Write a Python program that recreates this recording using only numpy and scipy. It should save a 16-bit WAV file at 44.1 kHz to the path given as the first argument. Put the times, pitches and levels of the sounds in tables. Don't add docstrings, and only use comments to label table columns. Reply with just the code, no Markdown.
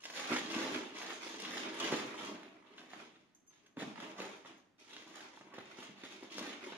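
import sys
import numpy as np
from scipy import signal
from scipy.io import wavfile
from scipy.ndimage import uniform_filter1d

SR = 44100
rng = np.random.default_rng(int(sys.argv[2]) if len(sys.argv) > 2 else 0)


def wav_record(signal):
    frames = np.transpose(np.atleast_2d(signal))
    bounded = np.clip(frames, -1, 1)
    quanta = np.round(bounded * 32767).astype(np.int16)
    wavfile.write(sys.argv[1], SR, quanta)


N = 298557

# freq_hz, gain_db
PAPER_EQ = [(30, -47), (60, -38), (200, -8.5), (500, -0.5), (900, 1), (1500, -2.5), (2200, -2.5),
            (3500, -12), (6000, -40.5), (14000, -39.5)]
CRISP_EQ = [(300, -25.5), (1200, -6), (2000, -2.5), (2600, -1.5), (3700, 0), (4400, -13.5), (6000, -28),
            (14000, -56)]
FIZZ_EQ = [(1500, -40), (3600, -13), (4400, -3.5), (5200, 0), (5800, -2.5), (6500, 0), (7000, -3.5),
           (7600, -15), (8400, -13), (9400, -16), (10500, -15), (13000, -22)]
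# start_s, length_s, level_db, crisp_rel_db, fizz_rel_db, pressure_db, pitch_hz
HAND_STROKES = [(-0.003, 0.02, -58, -2, -2, -70, 2400), (0.026, 0.093, -52, -4, -5, -63, 2700),
                (0.118, 0.16, -44, -1, -6, -51.5, 2530), (0.285, 0.073, -42.5, 3, -5, -41.5, 2430),
                (0.418, 0.092, -49.5, 4.5, -3.5, -48.5, 2610), (0.477, 0.19, -41.5, 1, -6.5, -40, 2730),
                (.68, 0.061, -42, -1.5, -8.5, -42, 2350), (0.77, 0.14, -56, 3.5, -9, -59, 2300),
                (0.931, 0.12, -44.5, -0.5, -9, -49, 2470), (1.07, 0.052, -47.5, 0.5, -4, -50, 2180),
                (1.177, 0.19, -51, 4, -2.5, -52, 2850), (1.369, 0.14, -46, 4, -6, -48.5, 2740),
                (1.487, 0.11, -43, -1.5, -7.5, -48, 2700), (1.607, 0.21, -48.5, -2, -10.5, -46, 2100),
                (1.751, 0.17, -40, 1, -8.5, -40.5, 2450), (1.89, 0.11, -42, -4, -8, -46, 2300),
                (2.05, 0.097, -53.5, -2.5, -8, -55, 2250), (2.147, 0.15, -47, -2, -9.5, -44, 2250),
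                (2.335, 0.19, -59.5, -6.5, -14, -59.5, 2170), (2.553, 0.44, -62.5, -5, -14, -59.5, 2170),
                (2.758, 0.036, -56, -1.5, -9, -64, 2440), (2.87, 0.14, -58, 0.5, -7.5, -60, 2050),
                (3.123, 0.087, -72.5, 3, -8, -72, 2200), (3.492, 0.07, -70, 3.5, -4.5, -74, 3220),
                (3.63, 0.038, -81, -7, -10, -73, 2100), (3.76, 0.068, -48, -2.5, -9.5, -48.5, 2320),
                (3.94, 0.15, -50, -8, -13.5, -52, 1900), (4.154, 0.087, -46.5, -6, -11.5, -47.5, 2100),
                (4.286, 0.025, -56.5, 4, -4.5, -59, 2500), (4.442, 0.038, -55.5, -4, -9.5, -59, 2140),
                (4.776, 0.055, -65, 6, 0, -68.5, 2900), (4.858, 0.14, -58.5, 5.5, -5, -57.5, 2900),
                (5.035, 0.13, -59, -0.5, -5.5, -58, 2500), (5.136, 0.11, -54.5, -4, -8, -59.5, 2300),
                (5.31, 0.079, -63.5, -1, -6, -63, 2800), (5.433, 0.12, -58, -15, -19, -58.5, 1700),
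                (5.527, 0.069, -55, 1.5, -13, -61, 2200), (5.624, 0.12, -58.5, -4, -10, -61, 2000),
                (5.757, 0.077, -54, 4, -6, -51, 2460), (5.95, 0.067, -59, 5, -8, -63, 2060),
                (6.025, 0.04, -56, 6, -4, -54, 2600), (6.096, 0.03, -58, 6, -4, -55, 2620),
                (6.197, 0.034, -58.5, 4, -7, -55.5, 2490), (6.292, 0.11, -52.5, 7, -4.5, -52.5, 3300),
                (6.352, 0.14, -47.5, -1, -10, -47, 2770), (6.6, 0.11, -52.5, 3.5, -7.5, -51.5, 2330)]


def paper_rustle():
    start_s, length_s, level_db, crisp_db, fizz_db, _, pitch_hz = np.transpose(HAND_STROKES)
    folds = buckling_folds(per_s=1500, spread_db=3, q=2.3)
    ticks = amp(-4.5) * slips(per_s=420, spread_db=-0.5)
    scrape = amp(-7) * slips(per_s=9000, spread_db=-1)
    force = bunching(rate_hz=110, depth_db=3.4) * (folds + ticks + scrape)
    glide_hz = np.interp(np.arange(N) / SR, start_s + length_s / 2, pitch_hz)
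    crinkle = moving_resonance(colour(force, CRISP_EQ), glide_hz, width_hz=3500)
    body = amp(-1.4) * unit_rms(colour(force, PAPER_EQ)) * stroke_envelope(level_db)
    crisp = amp(-2.5) * unit_rms(crinkle) * stroke_envelope(level_db + crisp_db)
    fizz = amp(2) * unit_rms(colour(force, FIZZ_EQ)) * stroke_envelope(level_db + fizz_db)
    return body + crisp + fizz


def stroke_envelope(levels_db, swell_share=0.33, settle_s=0.07, sag_db=-1.62):
    power, t = np.zeros(N), np.arange(SR) / SR
    for (start_s, length_s, *_), level_db in zip(HAND_STROKES, levels_db):
        swell = np.minimum(t / (swell_share * length_s), 1)
        sag = amp(sag_db * np.minimum(t / length_s, 1))
        settle = np.exp(-np.maximum(t - length_s, 0) / settle_s)
        add(power, start_s, (amp(level_db) * swell * sag * settle) ** 2)
    return np.sqrt(power)


def buckling_folds(per_s, spread_db, q, bands=18):
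    out = np.zeros(N)
    for pitch_hz in np.geomspace(600, 12000, bands):
        hits = rng.integers(0, N, int(per_s * N / SR / bands))
        strength = amp(spread_db * np.minimum(rng.exponential(1, len(hits)), 3))
        force = np.zeros(N)
        force[hits] = strength * rng.choice([-1, 1], len(hits))
        bunch_db = 3 * np.minimum(rng.standard_normal(300), 1.5)
        bunch = amp(np.interp(np.arange(N), np.linspace(0, N, len(bunch_db)), bunch_db))
        out += np.sqrt(pitch_hz) * unit_rms(bunch * resonance(force, pitch_hz, q))
    return unit_rms(out)


# start_s, level_db, fizz_rel_db, crumble_s, pitch_hz
CREASE_SNAPS = [(0.036, -45, -2.5, 0.0096, 3240), (0.054, -35.5, -9, 0.0032, 2470),
                (0.086, -43, -13, 0.0011, 2820), (0.1, -39, -12, 0.0035, 1610),
                (0.175, -39.5, -7, 0.003, 1040), (0.194, -37, -7, 0.006, 890),
                (0.242, -35, -19, 0.0022, 1500), (0.326, -36, -11, 0.013, 1620),
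                (0.338, -33.5, -6, 0.005, 1610), (0.362, -28.5, -13, 0.0064, 1230),
                (0.383, -36, -6, 0.006, 1810), (0.508, -41.5, -5, 0.014, 965),
                (0.542, -43, -6, 0.0052, 1290), (0.743, -35.5, -14, 0.006, 2520),
                (0.759, -43, -13, 0.0049, 840), (1.015, -39.5, -7, 0.0098, 1800),
                (1.104, -37, -25, 0.011, 1370), (1.277, -41, -13, 0.002, 1130),
                (1.341, -40.5, -11, 0.0035, 1060), (1.399, -43, 1, 0.003, 2750),
                (1.42, -43, 1, 0.0013, 3340), (1.45, -36, -15, 0.007, 2850),
                (1.572, -34, -23, 0.0023, 1320), (1.597, -44, -15, 0.005, 1600),
                (1.8, -35.5, -1.5, 0.0022, 3540), (1.837, -37, -21, 0.008, 1420),
                (1.883, -34.5, -19, 0.005, 1510), (1.922, -33.5, -12, 0.0055, 710),
                (1.937, -34, -17, 0.0054, 1230), (1.995, -38, -12, 0.0036, 1260),
                (2.144, -38.5, -18, 0.0015, 1030), (2.431, -48, -11, 0.0024, 1470),
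                (2.738, -54, -13, 0.0026, 1140), (2.78, -45, -18, 0.011, 2350),
                (2.815, -48, -15, 0.0026, 1330), (2.934, -43.5, -17, 0.0058, 1200),
                (3.001, -49, -16, 0.0028, 1400), (3.155, -59, -16, 0.009, 1940),
                (3.662, -60, -12, 0.0093, 1880), (3.77, -45.5, -19, 0.0017, 666),
                (3.803, -41.5, -10.5, 0.006, 1790), (3.821, -37.5, -17, 0.0072, 950),
                (4.002, -39, -12, 0.0022, 1630), (4.027, -49, -6, 0.005, 1450),
                (4.202, -34, -17, 0.0025, 1220), (4.216, -40.5, -9, 0.008, 1250),
                (4.243, -44, -18, 0.004, 885), (4.907, -50, -11, 0.003, 3190),
                (4.932, -47.5, -7, 0.005, 3190), (4.965, -42.5, -12, 0.0023, 3560),
                (5.024, -51, -11, 0.0024, 2850), (5.178, -49, -14, 0.0054, 1610),
                (5.206, -46, -9, 0.0037, 1750), (5.54, -48.5, -10, 0.005, 710),
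                (5.565, -48, -16, 0.003, 2530), (5.583, -41, -18, 0.003, 760),
                (5.786, -49, -14, 0.003, 1320), (5.826, -47.5, -7, 0.0089, 1640),
                (6.036, -44, -12, 0.0053, 1860), (6.052, -45.5, -14, 0.0047, 2750),
                (6.122, -48, -5, 0.0033, 3560), (6.23, -51, -5, 0.008, 900), (6.32, -56, -4, 0.0054, 2380),
                (6.343, -51, 2, 0.0014, 3730), (6.382, -37.5, -1, 0.0022, 930),
                (6.392, -38, -4, 0.0036, 3420), (6.425, -39, -16, 0.0028, 1670),
                (6.467, -39.5, -9, 0.0025, 2610), (6.529, -50, -12, 0.0027, 2070)]


def paper_snaps(size=4096):
    out, t = np.zeros(N), np.arange(size) / SR
    for start_s, level_db, fizz_db, crumble_s, pitch_hz in CREASE_SNAPS:
        crumble = sparse_noise(size, density=0.3) * np.exp(-t / crumble_s)
        force = (t == 0) + amp(-2) * crumble
        crack = colour(force, PAPER_EQ) + colour(force, CRISP_EQ)
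        pop = amp(-2) * unit_peak(resonance(crack, pitch_hz, q=0.77) + amp(-9.5) * crack)
        fizz = amp(fizz_db - 3) * unit_peak(colour(crumble * np.sqrt(t), FIZZ_EQ))
        add(out, start_s, amp(level_db) * (pop + fizz))
    return out


# freq_hz, width_hz, gain_db
SHELL_MODES = [(208, 10.2, -1.5), (257.3, 36, -0.5), (320, 53, 3.5), (387.2, 32, 0), (450, 34, -12.5),
               (549, 17, -8.5), (608.6, 25, -1.5), (656, 18, -10), (868, 27, 1.5), (936, 32, 0.5),
               (1110, 39, 3), (1184, 26, 1.5)]
# freq_hz, width_hz, gain_db
ROOM_MODES = [(120.5, 6.2, -2), (141.5, 5.9, 0.5), (180.3, 9.1, -4), (207, 5.7, 0)]


def bag_rumble():
    pressure_db = [db for *_, db, _ in HAND_STROKES]
    pressure = stroke_envelope(pressure_db, swell_share=0.43, settle_s=0.064)
    shell = ring(slips(per_s=260, spread_db=1.5), SHELL_MODES)
    shell = unit_rms(colour(shell, [(80, -28), (200, -3), (650, -2), (1500, -15.5)]))
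    boom = ring(slips(per_s=650, spread_db=5.5), ROOM_MODES)
    boom = unit_rms(colour(boom, [(40, 3.5), (110, -4.5), (200, 8.5), (500, -16.5)]))
    return amp(-2) * pressure * bunching(rate_hz=44, depth_db=1.5) * (shell + amp(-20) * boom)


# freq_hz, gain_db
KNOCK_EQ = [(30, -42), (60, -29.5), (150, -11), (260, 1), (520, -2), (1200, 3), (2300, 15.5), (3500, -8),
            (12000, -55)]
RATTLE_EQ = [(60, -34), (150, -8.5), (300, -0.5), (520, -6.5), (900, -0.5), (1500, -7), (2200, -10),
             (4000, -20), (12000, -58)]
# start_s, level_db, pitch_hz, boom_rel_db, rattle_rel_db
BAG_BUMPS = [(0.305, -33.5, 296, -24, -2.5), (.318, -30.5, 271, -19, -4.5), (.335, -33, 266, -15, -10),
             (.564, -34.5, 276, -22, -13), (.762, -35.5, 310, -33, -17), (.922, -48, 392, -25, -11),
             (1.265, -42.5, 520, -22, -11), (1.341, -42, 480, -30, -12), (1.925, -26, 366, -28, -10),
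             (1.939, -31.5, 330, -19, -7.5), (2.144, -41.5, 600, -26, -6), (2.934, -49, 820, -4, -6),
             (3.002, -54, 450, -24, -5), (3.771, -44.5, 270, -13, -9), (3.778, -44, 220, -4, -14),
             (3.821, -36, 407, -9, -5), (3.827, -38.5, 230, -4.5, -10.5), (3.875, -51.5, 220, -3, -5),
             (4.027, -44, 270, -15, -7), (4.203, -42.5, 380, -19, -11), (4.449, -51.5, 1060, -8, -4),
             (4.507, -52, 320, -15, -7.5), (5.066, -54, 326, -18, -5), (5.374, -47.5, 870, -15, -11),
             (5.411, -46.5, 750, -9.5, -8.5), (5.452, -62, 500, -10, -3), (5.537, -52, 400, -13, -8),
             (5.583, -37, 670, -9.5, -11), (5.787, -48.5, 260, -6, -16), (5.895, -53, 189, -1, -12),
             (6.036, -45.5, 326, -9, -13), (6.226, -45, 343, -27, -16), (6.244, -47.5, 320, -22, -9),
             (6.383, -38.5, 480, -30, -10), (6.67, -46, 320, -21, -10), (6.722, -40.5, 460, -22, -8)]


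def bag_thuds(decay_cycles=0.67, rattle_s=0.011, size=16384):
    out, t = np.zeros(N), np.arange(size) / SR
    for start_s, level_db, pitch_hz, boom_db, rattle_db in BAG_BUMPS:
        blow = np.sin(2 * np.pi * pitch_hz * t) * np.exp(-pitch_hz * t / decay_cycles)
        knock = unit_peak(colour(blow, KNOCK_EQ))
        shell = amp(-20) * unit_peak(ring(knock, SHELL_MODES))
        boom = amp(boom_db) * unit_peak(ring(knock, ROOM_MODES))
        shaking = rng.standard_normal(size) * np.minimum(t / 0.0016, 1) * np.exp(-t / rattle_s)
        rattle = amp(rattle_db) * unit_peak(colour(shaking, RATTLE_EQ))
        add(out, start_s, amp(level_db) * (knock + shell + boom + rattle))
    return out


# freq_hz, gain_db, t60_s
CLASP_MODES = [(6290, 1.5, 0.19), (6300, -6, 0.2), (6670, -11, 0.16), (7140, -10, 0.25), (10870, -19, .16),
               (12300, -20, 0.18), (12750, -15, 0.12)]
# start_s, level_db, ring_time_share
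CLASP_CLINKS = [(3.349, -63, 0.13), (3.396, -80, 0.8), (3.466, -71, 0.4), (3.474, -66, 0.67),
                (3.497, -70, 0.6), (3.56, -77, .7), (3.664, -66, 0.24), (3.72, -86, 0.89),
                (4.575, -69.5, 0.48)]


def clasp_clinks(chatter_s=0.012, detune=0.006, size=22050):
    out, t = np.zeros(N), np.arange(size) / SR
    for start_s, level_db, ring_share in CLASP_CLINKS:
        modes = np.zeros(size)
        for freq_hz, gain_db, t60_s in CLASP_MODES:
            gain_jitter, pitch_jitter = rng.standard_normal(2)
            decay = amp(gain_db + 2 * gain_jitter - 60 * t / (t60_s * ring_share))
            modes += decay * np.sin(2 * np.pi * freq_hz * (1 + detune * pitch_jitter) * t)
        chatter = sparse_noise(size, density=600 / SR) * np.exp(-t / (chatter_s * ring_share))
        contacts = (t == 0) + chatter
        tone = signal.fftconvolve(modes, contacts / np.linalg.norm(contacts))[:size]
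        hiss = np.diff(rng.standard_normal(size + 1)) / 2
        tick = hiss * np.minimum(t / 0.003, 1) * np.exp(-t / 0.0045)
        add(out, start_s, amp(level_db) * (amp(-1) * tone + tick))
    return out


# freq_hz, t60_s
ROOM_DECAY = [(120, 0.78), (500, 0.63), (3000, 0.42), (7000, 0.38), (13000, 0.24)]
# freq_hz, correlation
ROOM_COHERENCE = [(50, 0.31), (150, 0.91), (350, 0.86), (600, 0.33), (850, 0.0051), (1500, 0.1), (13000, 0)]


def room_tail(size=26460):
    taps = sparse_noise((2, size), density=1 / 12)
    hz, t, (left, independent) = signal.stft(taps, SR, nperseg=256)
    coherence = lookup(ROOM_COHERENCE, hz)[:, None]
    right = coherence * left + np.sqrt(1 - coherence ** 2) * independent
    decay = amp(-60 * t / lookup(ROOM_DECAY, hz)[:, None])
    early = 1 + np.exp(-t / 0.0036)
    tail = signal.istft(np.array([left, right]) * decay * early, SR, nperseg=256)[1]
    return tail / np.linalg.norm(tail[0])


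def room_reflections(x, hop_s=0.045, tails=10):
    hops = np.arange(N) / SR / hop_s
    wet = np.zeros((2, N))
    for k in range(tails):
        share = np.sin(np.pi / 2 * np.minimum((hops - k) % tails, 2))
        wet += signal.oaconvolve((x * share)[None], room_tail(), axes=1)[:, :N]
    return wet


# freq_hz, gain_db
ROOM_TONE_EQ = [(20, -14), (60, -7), (130, 0.5), (300, 6), (460, -5), (700, -6.5), (2000, -11.5),
                (5000, -23), (13000, -36)]


def room_tone():
    left, right, both = (unit_rms(colour(rng.standard_normal(N), ROOM_TONE_EQ)) for _ in range(3))
    return amp(-78) * (np.array([left, right]) + both)


def slips(per_s, spread_db):
    strength = amp(spread_db * np.minimum(rng.exponential(1, N), 4))
    return unit_rms(strength * rng.choice([-1, 1], N) * (rng.random(N) < per_s / SR))


def bunching(rate_hz, depth_db):
    slow = signal.sosfilt(signal.butter(2, rate_hz, fs=SR, output="sos"), rng.standard_normal(N))
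    return unit_rms(amp(depth_db * unit_rms(slow)))


def sparse_noise(shape, density):
    return rng.standard_normal(shape) * (rng.random(shape) < density)


def resonance(x, hz, q):
    return signal.lfilter(*signal.iirpeak(hz, q, SR), x)


def ring(force, modes):
    return sum(amp(db) * resonance(force, hz, hz / width_hz) for hz, width_hz, db in modes)


def moving_resonance(x, hz, width_hz):
    carrier = np.exp(2j * np.pi * np.cumsum(hz) / SR)
    pole = np.exp(-np.pi * width_hz / SR)
    return 2 * (carrier * signal.lfilter([1 - pole], [1, -pole], x / carrier)).real


def colour(x, spectrum, size=2048):
    log_gain = np.log(amp(lookup(spectrum, abs(np.fft.fftfreq(size, 1 / SR)))))
    response = np.fft.ifft(np.exp(signal.hilbert(log_gain).conj())).real[:size // 2]
    return signal.oaconvolve(x, response)[:len(x)]


def lookup(points, hz):
    freq_hz, value = np.transpose(points)
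    return np.interp(np.log(hz + 1), np.log(freq_hz + 1), value)


def amp(db):
    return 10 ** (np.asarray(db) / 20)


def unit_rms(x):
    return x / np.sqrt(np.mean(x ** 2) + 1e-20)


def unit_peak(x):
    return x / np.sqrt(uniform_filter1d(x ** 2, 88).max() + 1e-20)


def add(mix, start_s, sound):
    part = mix[max(round(start_s * SR), 0):][:len(sound)]
    part += sound[:len(part)]


def scene(left_lag_samples=4):
    layers = [  # sound, direct_db, room_db
        (paper_rustle(), -10, -3.5),
        (bag_rumble(), -1.5, -3.5),
        (paper_snaps(), -1.5, -4),
        (bag_thuds(), -1, -5.5),
        (clasp_clinks(), -1, 1)]
    direct = sum(amp(direct_db) * sound for sound, direct_db, _ in layers)
    send = sum(amp(room_db) * sound for sound, _, room_db in layers)
    stereo = np.array([np.roll(direct, left_lag_samples), direct])
    return (stereo + room_reflections(send) + room_tone()) * amp([[-0.4], [0.4]])


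def record(dry, cutoff_hz=13050):
    lowpass = signal.firwin(401, cutoff_hz, window=("kaiser", 8), fs=SR)
    return signal.oaconvolve(dry, lowpass[None], "same")


dry = scene()
out = record(dry)
wav_record(out)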